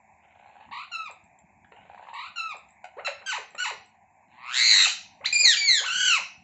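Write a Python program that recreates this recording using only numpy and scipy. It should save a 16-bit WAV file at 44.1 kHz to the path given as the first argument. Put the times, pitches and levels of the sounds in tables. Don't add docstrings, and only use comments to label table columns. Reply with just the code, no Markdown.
import sys
import numpy as np
from scipy import signal
from scipy.fft import rfft, irfft, next_fast_len
from scipy.io import wavfile
from scipy.ndimage import uniform_filter1d, map_coordinates

SR = 44100
rng = np.random.default_rng(int(sys.argv[2]) if len(sys.argv) > 2 else 0)


def to_wav(sig):
    pcm = np.clip(np.atleast_2d(sig), -1, 1) * 32767
    pcm = np.round(pcm).astype(np.int16)
    wavfile.write(sys.argv[1], SR, pcm.T)


def field_ratio(decibels):
    return 10 ** (np.asarray(decibels, dtype=float) / 20)


N = 283563

# (f/Hz, level/dB)
THROAT_COLOUR = [(250, -30), (450, -19.5), (1000, -9), (2000, 5), (2700, 7.5), (3000, 1.5), (3400, -5),
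                 (4050, 4), (4700, -7), (5400, -8.5), (6200, -8), (7200, -1), (7950, -2.5), (8400, -13)]

GROWLING = dict(start_hz=69, end_hz=59.23, swing=.05, beat_db=12.5, uneven=0.88, fall_db=-1.5,
                air_db=-13, rough=0.487)
WARBLING = dict(start_hz=41.5, end_hz=42, swing=.11, beat_db=.8, uneven=.02, fall_db=2,
                air_db=-15, rough=.025, late=.17, odd_db=-2)
WHISTLING = dict(start_hz=73.8, end_hz=49.9, swing=0.0024, beat_db=2.5, uneven=0.31, fall_db=-2.5,
                 air_db=-27.5, rough=0.045)
PEEPING = dict(start_hz=90, end_hz=80, swing=0.0086, beat_db=7.5, uneven=0.2, fall_db=-7,
               air_db=-11, rough=0.19)
CHIRPING = dict(start_hz=88.4, end_hz=90, swing=.004, beat_db=0.3, uneven=0.15, fall_db=-7,
                air_db=-24, rough=0.2)
YELPING = dict(start_hz=100, end_hz=75, swing=.004, beat_db=0, uneven=.3, fall_db=-1.8,
               air_db=-13, rough=.06)
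YODELING = dict(start_hz=90, end_hz=50, swing=.004, beat_db=0, uneven=.3, fall_db=1,
                air_db=-13, rough=.05, odd_db=-3.5)
SECOND_MEMBRANE = dict(start_hz=90, end_hz=90, swing=.004, beat_db=1.1, uneven=.2, fall_db=-13,
                       air_db=-40, rough=.08)
SWELLING = dict(start_hz=122, end_hz=124.2, swing=.11, beat_db=6.5, uneven=.01, fall_db=-2,
                air_db=-8.5, rough=.2, odd_db=-3)
RASPING = dict(start_hz=121, end_hz=83, swing=.06, beat_db=4, uneven=.025, fall_db=0,
               air_db=-11, rough=.12, odd_db=-5)
SECOND_RASPING = dict(start_hz=92.3, end_hz=99.2, swing=0.055, beat_db=3, uneven=.4, fall_db=1.5,
                      air_db=-11.5, rough=0.6)
SHRIEKING = dict(start_hz=91, end_hz=90, swing=.002, beat_db=0, uneven=.1, fall_db=-1.5,
                 air_db=-25, rough=.03)
SLIDING = dict(start_hz=116, end_hz=165, swing=.004, beat_db=0.4, uneven=.3, fall_db=-.5,
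               air_db=-26, rough=.04, odd_db=-5)
ARCHING = dict(start_hz=40, end_hz=40.5, swing=.058, beat_db=-1.5, uneven=.04, fall_db=.6,
               air_db=-17, rough=.07, odd_db=-6, taut=6)


def unit(x):
    return x / np.sqrt(np.mean(x ** 2) + 1e-20)


def along(points, hz):
    f, v = np.transpose(points)
    return np.interp(np.log(hz + 1), np.log(f + 1), v)


def wobble(rate, count=N):
    return map_coordinates(rng.standard_normal(8192), [np.arange(count) * rate / SR])


def filtered(x, response):
    m = next_fast_len(N + SR // 2)
    return irfft(rfft(x, m) * response(np.fft.rfftfreq(m, 1 / SR)), m)[..., :N]


def rush(spectrum, patchy_db):
    z = signal.stft(rng.standard_normal(N + 512), nperseg=512)[2]
    patches = uniform_filter1d(rng.standard_normal(z.shape), size=4, axis=0)
    patches = uniform_filter1d(patches, size=6, axis=1)
    x = signal.istft(z * field_ratio(patchy_db * unit(patches)), nperseg=512)[1][:N]
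    return unit(filtered(x, lambda hz: field_ratio(along(spectrum, hz))))


def hum():
    # (f/Hz, level/dB per Hz)
    murmur_colour = [(250, -37), (340, -17.5), (490, -27.5), (600, -13), (760, 2), (1000, -7),
                     (1300, -32.5), (1700, -17.5), (2200, -10.5), (2600, -15), (2900, -48), (5500, -46),
                     (7400, -25.5), (8500, -49.5)]
    # (t/s, level/dB)
    murmur_level = [(0, -59.5), (1.4, -60), (2.8, -59.5), (4.1, -61.5), (5.2, -60.5), (6.43, -60)]
    # (f/Hz, level/dB per Hz)
    rumble_colour = [(15, -49.5), (25, -23.5), (43, -19), (60, -8), (86, 0), (124, -7.5), (210, 1),
                     (257, -8), (330, -13.5), (430, -44.5), (730, -120)]
    # (f/Hz, level/dB)
    motors = [(75, -81.5), (100, -81.5), (146, -80), (215, -79)]
    # (t/s, lift/dB, half length/s)
    house_bumps = [
        (0.681, 15.5, .07),
        (1.505, 6.5, 0.52),
        (4.749, 12, 0.1),
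        (5.257, 11, 0.32),
        (6.044, 17.5, 0.2),
        (6.43, 11, 0.25),
    ]
    t = np.arange(N) / SR
    murmur_db = np.interp(t, *np.transpose(murmur_level)) + 1.1 * wobble(5.6)
    murmur = field_ratio(murmur_db) * rush(murmur_colour, patchy_db=2.5)
    drone = np.zeros(N)
    for hz, db in motors:
        drone += field_ratio(db + 2.0 * wobble(0.9)) * np.sin(2 * np.pi * hz * t + 1.2 * wobble(4.5))
    rumble_db = -72 + 0.3 * wobble(3.1)
    for s, db, half in house_bumps:
        rumble_db += db * np.clip(1 - np.abs(t - s) / half, 0, 1)
    return murmur + drone + field_ratio(rumble_db) * rush(rumble_colour, patchy_db=3.5)


def call(rows, start_hz, end_hz, swing, beat_db, uneven, fall_db, air_db, rough, air,
         late=0, odd_db=0, taut=0):
    s, hz, db, over_db = np.transpose(rows)
    n = int((s[-1] - s[0]) * SR)
    t = np.arange(n) / SR + s[0]

    def soft(v):
        return uniform_filter1d(np.interp(t, s, v), size=220, mode="nearest")

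    glide = np.exp(soft(np.log(hz)))
    db, over_db = soft(db), soft(over_db)
    slackness = glide / glide.max()
    rate = np.interp(t, s[[0, -1]], [start_hz, end_hz]) * np.exp(uneven * wobble(60, count=n))
    turn = 2 * np.pi * (np.cumsum(rate) / SR - late)

    tremble = 0.1575 * rough * wobble(900, count=n)
    flutter = np.tanh(1.3 * np.sin(turn)) / np.tanh(1.3)
    swung = glide * (1 - swing * slackness ** taut * flutter)
    phase = 2 * np.pi * np.cumsum(swung + glide * tremble) / SR
    beats = unit(field_ratio(beat_db * -np.cos(turn) + (0.95 + rough) * wobble(159.6, count=n)))

    tone = np.sin(phase) + field_ratio(air_db + np.maximum(over_db, 0)) * air[:n]
    fall_db = fall_db + 4.5 * np.log2(slackness)
    for k in range(2, 12):
        pipe_db = along(THROAT_COLOUR, k * swung)
        pipe_db -= np.maximum(along(THROAT_COLOUR, 2 * glide), -3 if k > 2 else -60)
        pipe_db -= .06 * np.maximum(k * swung - 8050, 0)
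        level_db = over_db + pipe_db + (k - 2) * fall_db + k % 2 * odd_db + 0.17 * wobble(97, count=n)
        tone += field_ratio(level_db) * np.sin(k * phase + k * k) * (k * glide < 9500)
    edge = np.clip(np.minimum((t - s[0]) / 0.0042, (s[-1] - t) / 0.00076), 0, 1)
    return np.sqrt(2) * field_ratio(db) * edge * beats * tone


def gestures():
    # (t/s after the onset, f/Hz, fundamental level/dB, overtones over it/dB)
    growl = [(0, 717, -67, -10.5), (.08, 745.4, -65.5, -8.5), (.25, 821, -65, -8), (.4, 866, -64.5, -9),
             (.485, 912, -61, -6)]
    warble = [(0, 987, -39.5, -14), (.022, 1036, -41, -6), (.055, 1065, -40, -4), (.09, 1161, -42.5, -2.5),
              (.118, 1290, -45.5, -0.5), (.145, 1413, -53.5, 2)]
    whistle = [(0, 1426, -47, 0.5), (.01, 1410, -41, 3), (.04, 1326, -37.5, 2.5), (.09, 1310, -40.5, -5),
               (.133, 1278, -44.5, -2.5), (.16, 1188, -41, 4), (.18, 850, -46.5, -28.5),
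               (.192, 494, -51.5, 5.5), (.2, 373, -60.5, 2.5)]
    yelp = [(0, 1381, -33.5, 2), (.007, 1361, -36, 1.5), (.022, 1347, -35, 7), (.028, 832, -33.5, 3),
            (.039, 553, -31.5, -16), (.054, 557, -45.5, -20), (.079, 654, -53.5, -5)]
    undertone = [(0, 2188, -56, 12), (.08, 2214, -56.5, 15), (.115, 2105, -55, 20)]
    swell = [(0, 761.7, -69, -13), (.1, 949, -54.5, -8.5), (.17, 1120, -45.5, 0.5), (.22, 1285, -38.5, 0.5),
             (.255, 1650, -37.5, -0.5), (.285, 1970, -33, 7.5), (.325, 2024, -29, 7)]
    rasp = [(0, 2042, -27, 4.5), (.04, 2179, -26, 2), (.08, 2187, -26.5, 6), (.15, 2055, -28.5, 9.5),
            (.2, 1984, -30.5, 10.5), (.243, 1894, -37, 12), (.254, 1288, -34, 5), (.274, 553, -40, -16.5)]
    after_rasp = [(0, 1414, -49, 11), (.06, 1408, -43.5, 13), (.14, 1362, -50, 12)]
    leap = [(0, 474, -47, -6), (.015, 633, -48.5, -10), (.033, 906, -50.5, -12.5), (.041, 1230, -41, 9),
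            (.05, 1737, -38, 2.5), (.056, 2030, -27.5, 11), (.062, 2315, -30, -5), (.067, 2520, -31.5, -15)]
    shriek = [(0, 2437, -19, -10.5), (.035, 2379, -26.5, -2), (.085, 2455, -22, -4.5),
              (.115, 2354, -28.5, -2.5), (.13, 2144, -29.5, 16), (.15, 1960, -24.5, 5.5),
              (.185, 1805, -25, 1.5), (.21, 1582, -33, 10.5), (.225, 1285, -44, 12)]
    slide = [(0, 2353, -24, -4.5), (.053, 2288, -27, -8.5), (.093, 2274, -28, -1.5),
             (.123, 2118, -25.5, 7.5), (.153, 1986, -27, 7.5), (.183, 1840, -30, 2), (.213, 1704, -31.5, 6),
             (.238, 1535, -33, 1.5)]
    arch = [(0, 1600, -31, -8), (.036, 1312, -37, 6.5), (.063, 1480, -34.5, 1), (.103, 1530, -31.5, 1),
            (.193, 1570, -30.5, 3), (.243, 1440, -30, 7), (.293, 1275, -33, 10), (.323, 1010, -34, 2),
            (.343, 486, -48, -16)]
    # (onset t/s, stretch in time, stretch in pitch, level/dB)
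    growl_times = [
        (.22, 0.9, 1, 0.5),
        (1.74, .8, 1.001, 4),
    ]
    warble_times = [
        (.71, .97, 1, 0.019),
        (2.133, 1.1, 1.001, .1),
    ]
    whistle_times = [
        (.914, 1, 1, -1),
        (2.357, 1.02, 1.003, 1.34),
    ]
    undertone_times = [
        (3.269, .37, .63, -8),
        (5.335, 1, 1, 2.5),
    ]

    def once(s):
        return [(s, 1, 1, 0)]

    sung = [
        (growl, growl_times, GROWLING),
        (warble, warble_times, WARBLING),
        (whistle, whistle_times, WHISTLING),
        (yelp, once(3.047), YELPING),
        (undertone, undertone_times, SECOND_MEMBRANE),
        (swell, once(4.28), SWELLING),
        (rasp, once(4.605), RASPING),
        (after_rasp, once(4.79), SECOND_RASPING),
        (leap, once(5.205), CHIRPING),
        (shriek, once(5.325), SHRIEKING),
        (slide, once(5.567), SLIDING),
        (arch, once(5.857), ARCHING),
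    ]
    calls = []
    for shape, times, manner in sung:
        for s, stretch, shift, db in times:
            calls.append((np.array(shape) * [stretch, shift, 1, 1] + [s, 0, db, 0], manner))
    return calls


def rings(rows, t60, crack, rise=0.000071, overtone=0):
    out, t = np.zeros(N), np.arange(1300) / SR
    for s, db, hz in rows:
        hit = np.sin(2 * np.pi * hz * t) + overtone * np.sin(4 * np.pi * hz * t)
        hit += crack * rng.standard_normal(len(t))
        out[round(s * SR):][:len(t)] += field_ratio(db - 60 * t / t60) * (1 - np.exp(-t / rise)) * hit
    return out


def growl_throbs():
    # (t/s, peak level/dB, f/Hz)
    throbs = [(.358, -51, 723), (0.397, -50, 719), (.411, -59, 764), (.426, -49, 776),
              (0.443, -52, 800), (0.459, -46.5, 820), (.47, -58, 760), (0.489, -52, 774),
              (.498, -51, 795), (.51, -65, 776), (.528, -54, 780), (0.555, -45.5, 775),
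              (.566, -49, 790), (0.586, -54, 877), (0.6, -47.5, 766), (.609, -46, 840),
              (.618, -51, 850), (.628, -53, 910), (.644, -50.5, 850), (0.689, -47, 965),
              (0.712, -40.5, 897),
              (1.77, -48, 870), (1.788, -49, 760), (1.852, -48, 700), (1.898, -39.5, 775),
                     (1.932, -46, 720), (1.946, -41, 820), (1.977, -42, 942.5), (1.995, -40.5, 767),
                     (2.027, -41, 805), (2.051, -42, 870), (2.07, -42, 1060), (2.086, -38, 904),
                     (2.099, -44, 905), (2.132, -35.5, 920)]
    return field_ratio(14.5) * rings(throbs, t60=.014, crack=.06, rise=.0016, overtone=.25)


def claw_ticks():
    # (t/s, peak level/dB, f/Hz)
    taps = [(1.1114, -43, 7580), (1.2406, -53, 7570), (1.3887, -49.5, 7360), (1.768, -60.5, 7297),
            (2.1405, -46, 7630), (2.5686, -45.5, 7550), (2.688, -53, 7240), (2.706, -48.5, 7680),
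            (3.1494, -57, 6650), (3.5069, -51, 7530), (3.551, -45, 7400), (3.8601, -49.5, 7720)]
    return field_ratio(4.0) * rings(taps, t60=0.014, crack=0.18)


def peeps():
    # (onset t/s, length/s, f/Hz, level/dB, overtones over it/dB)
    peep_times = [
        (1.643, 0.01, 1705, -57.5, -10),
        (1.717, 0.016, 468.3, -49.5, -0.5),
        (2.839, .019, 739, -37.5, -9.5),
        (3.548, 0.012, 610, -49, 5),
    ]
    calls = []
    for s, length, hz, db, over_db in peep_times:
        rows = [(s, hz, db, over_db), (s + length, hz * 0.98, db - 8, over_db)]
        calls.append((np.array(rows), PEEPING))
    return calls


def snaps():
    # (t/s, peak level/dB, f/Hz)
    snap_times = [
        (1.647, -45, 1590),
        (1.719, -48.5, 863),
        (2.84, -48, 760),
        (3.548, -32, 716),
        (5.212, -41.5, 2080),
    ]
    struck = rings(snap_times, t60=0.012, crack=0.22)
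    return filtered(struck, lambda hz: 1 / (1 + (hz / 3300) ** 6))


def chirps():
    # (onset t/s, length/s, top f/Hz, first level/dB, last level/dB)
    chirp_times = [
        (2.967, 0.049, 903, -42.5, -46),
        (3.211, 0.022, 1274, -53, -55),
        (5.426, 0.049, 1495, -50.5, -48.5),
        (5.804, 0.053, 1600, -47, -33),
    ]
    slack_hz = 412
    u = np.arange(9) / 8
    calls = []
    for s, length, hz, first_db, last_db in chirp_times:
        growth_db = last_db - first_db
        octaves = u * np.log2(hz / slack_hz)
        db = first_db + growth_db * u + (3.5 - 0.36 * growth_db) * np.sin(np.pi * u)
        over_db = -8 + 20.5 * np.sin(octaves * .75) ** 2 - 26 * u ** 6
        calls.append((np.c_[s + length * u, slack_hz * 2 ** octaves, db, over_db], CHIRPING))
    return calls


def yodels():
    # (t/s after it starts, f/Hz, fundamental level/dB, overtones over it/dB)
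    broken = [(0, 1450, -35, 0), (.012, 1185, -40, 7), (.028, 835, -31, -5), (.042, 1007, -38, 3),
              (.054, 1330, -41, 0), (.066, 975, -36, -6), (.08, 460, -42, -6), (.092, 385, -52, -8)]
    # (onset t/s, break t/s, opening f/Hz, held f/Hz, opening overtones/dB)
    yodel_times = [
        (3.26, 3.309, 1588, 1574, 3.5),
        (3.579, 3.638, 1339, 1481, 7),
    ]
    settle_s = 0.0237
    calls = []
    for s, snap, opening_hz, held_hz, over_db in yodel_times:
        held = [(s, opening_hz, -41.5, over_db), (s + settle_s, held_hz, -30, -10.5)]
        calls.append((np.r_[held, np.array(broken) + [snap, 0, 0, 0]], YODELING))
    return calls


def parakeets():
    open_beak, shut_beak, deep_throat = np.zeros((3, N))
    air = rush(THROAT_COLOUR, patchy_db=-4.0)
    dull = filtered(air, lambda hz: 1 / (1 + (hz / 4350) ** 24))
    for rows, manner in gestures() + peeps() + chirps() + yodels():
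        start = round(rows[0][0] * SR)
        loudest_so_far = np.maximum.accumulate(rows[:, 2])
        level_db = np.interp(np.arange(start, N) / SR, rows[:, 0], loudest_so_far)
        effort = np.clip(field_ratio(1.1 * (level_db + 34.5)), 0, 1)
        voice = call(rows, air=dull[start:] + effort * (air - dull)[start:], **manner)
        muffled = np.clip(1 - np.arange(len(voice)) / SR / 0.31, 0, 1) * (manner is GROWLING)
        mouth = shut_beak if manner in (GROWLING, WARBLING) else open_beak
        mouth[start:start + len(voice)] += voice * (1 - muffled)
        deep_throat[start:start + len(voice)] += voice * muffled
    through_beak = filtered(shut_beak, lambda hz: np.maximum(1 / (1 + (hz / 4650) ** 20), field_ratio(-16)))
    through_throat = filtered(deep_throat, lambda hz: 1 / (1 + (hz / 3670) ** 24))
    return open_beak + through_beak + through_throat


def room(x, wet_db):
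    # (f/Hz, t60/s)
    wall_decay = [(300, 0.36), (1000, 0.31), (2500, 0.42), (4000, 0.38), (6000, 0.55), (8500, 0.18)]
    # (delay t/s, level/dB)
    near_echoes = [(.0011, -24), (.0072, -18), (0.0138, -10), (.0205, -16), (.03, -15), (.044, -17)]
    hz, t, z = signal.stft(rng.standard_normal(SR), SR, nperseg=256)
    decay = field_ratio(-60 * t / along(wall_decay, hz)[:, None])
    tail = signal.istft(z * decay, SR, nperseg=256)[1][:SR]
    tail *= 1 - np.exp(-np.arange(SR) / SR / 0.00043)
    answer = field_ratio(wet_db) * tail / np.linalg.norm(tail)
    for delay, db in near_echoes:
        answer[int(delay * SR)] += field_ratio(db)
    return x + signal.fftconvolve(x, answer)[:N]


def hushed(x, depth_db):
    # (f/Hz, level/dB)
    mute_below = [(400, -62), (800, -83.5), (1400, -71), (2300, -99), (3100, -88), (5500, -61.5),
                  (7400, -55), (8500, -84.5)]
    hz, _, z = signal.stft(x, SR, nperseg=512)
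    power = uniform_filter1d(np.abs(z) ** 2, size=3, axis=0)
    power = np.abs(uniform_filter1d(power, size=5, axis=1))
    noise_power = field_ratio(along(mute_below, hz) - 23.0)[:, None] ** 2
    keep = power / (power + noise_power)
    return signal.istft(z * np.maximum(keep, field_ratio(depth_db)), SR, nperseg=512)[1][:N]


def scene():
    near = parakeets() + growl_throbs() + claw_ticks() + snaps()
    near = filtered(near, lambda hz: 1 / (1 + (260 / (hz + 1)) ** 4))
    heard = room(near, wet_db=-5.3)
    return (field_ratio(-0.34) * hushed(heard, depth_db=-32.5) + hum())[None]


def top_cut(x):
    return signal.sosfilt(signal.butter(12, 8740, fs=SR, output="sos"), x)


def record(dry):
    # (f/Hz, level/dB)
    capsule_curve = [(300, 0), (600, -0.5), (7500, 0.5), (8000, -14), (8500, -21.5), (8740, -46)]
    mix = filtered(dry, lambda hz: field_ratio(along(capsule_curve, hz) * (hz > 300)) * (hz < 8750))
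    return top_cut(mix)


dry = scene()
out = record(dry)
to_wav(out)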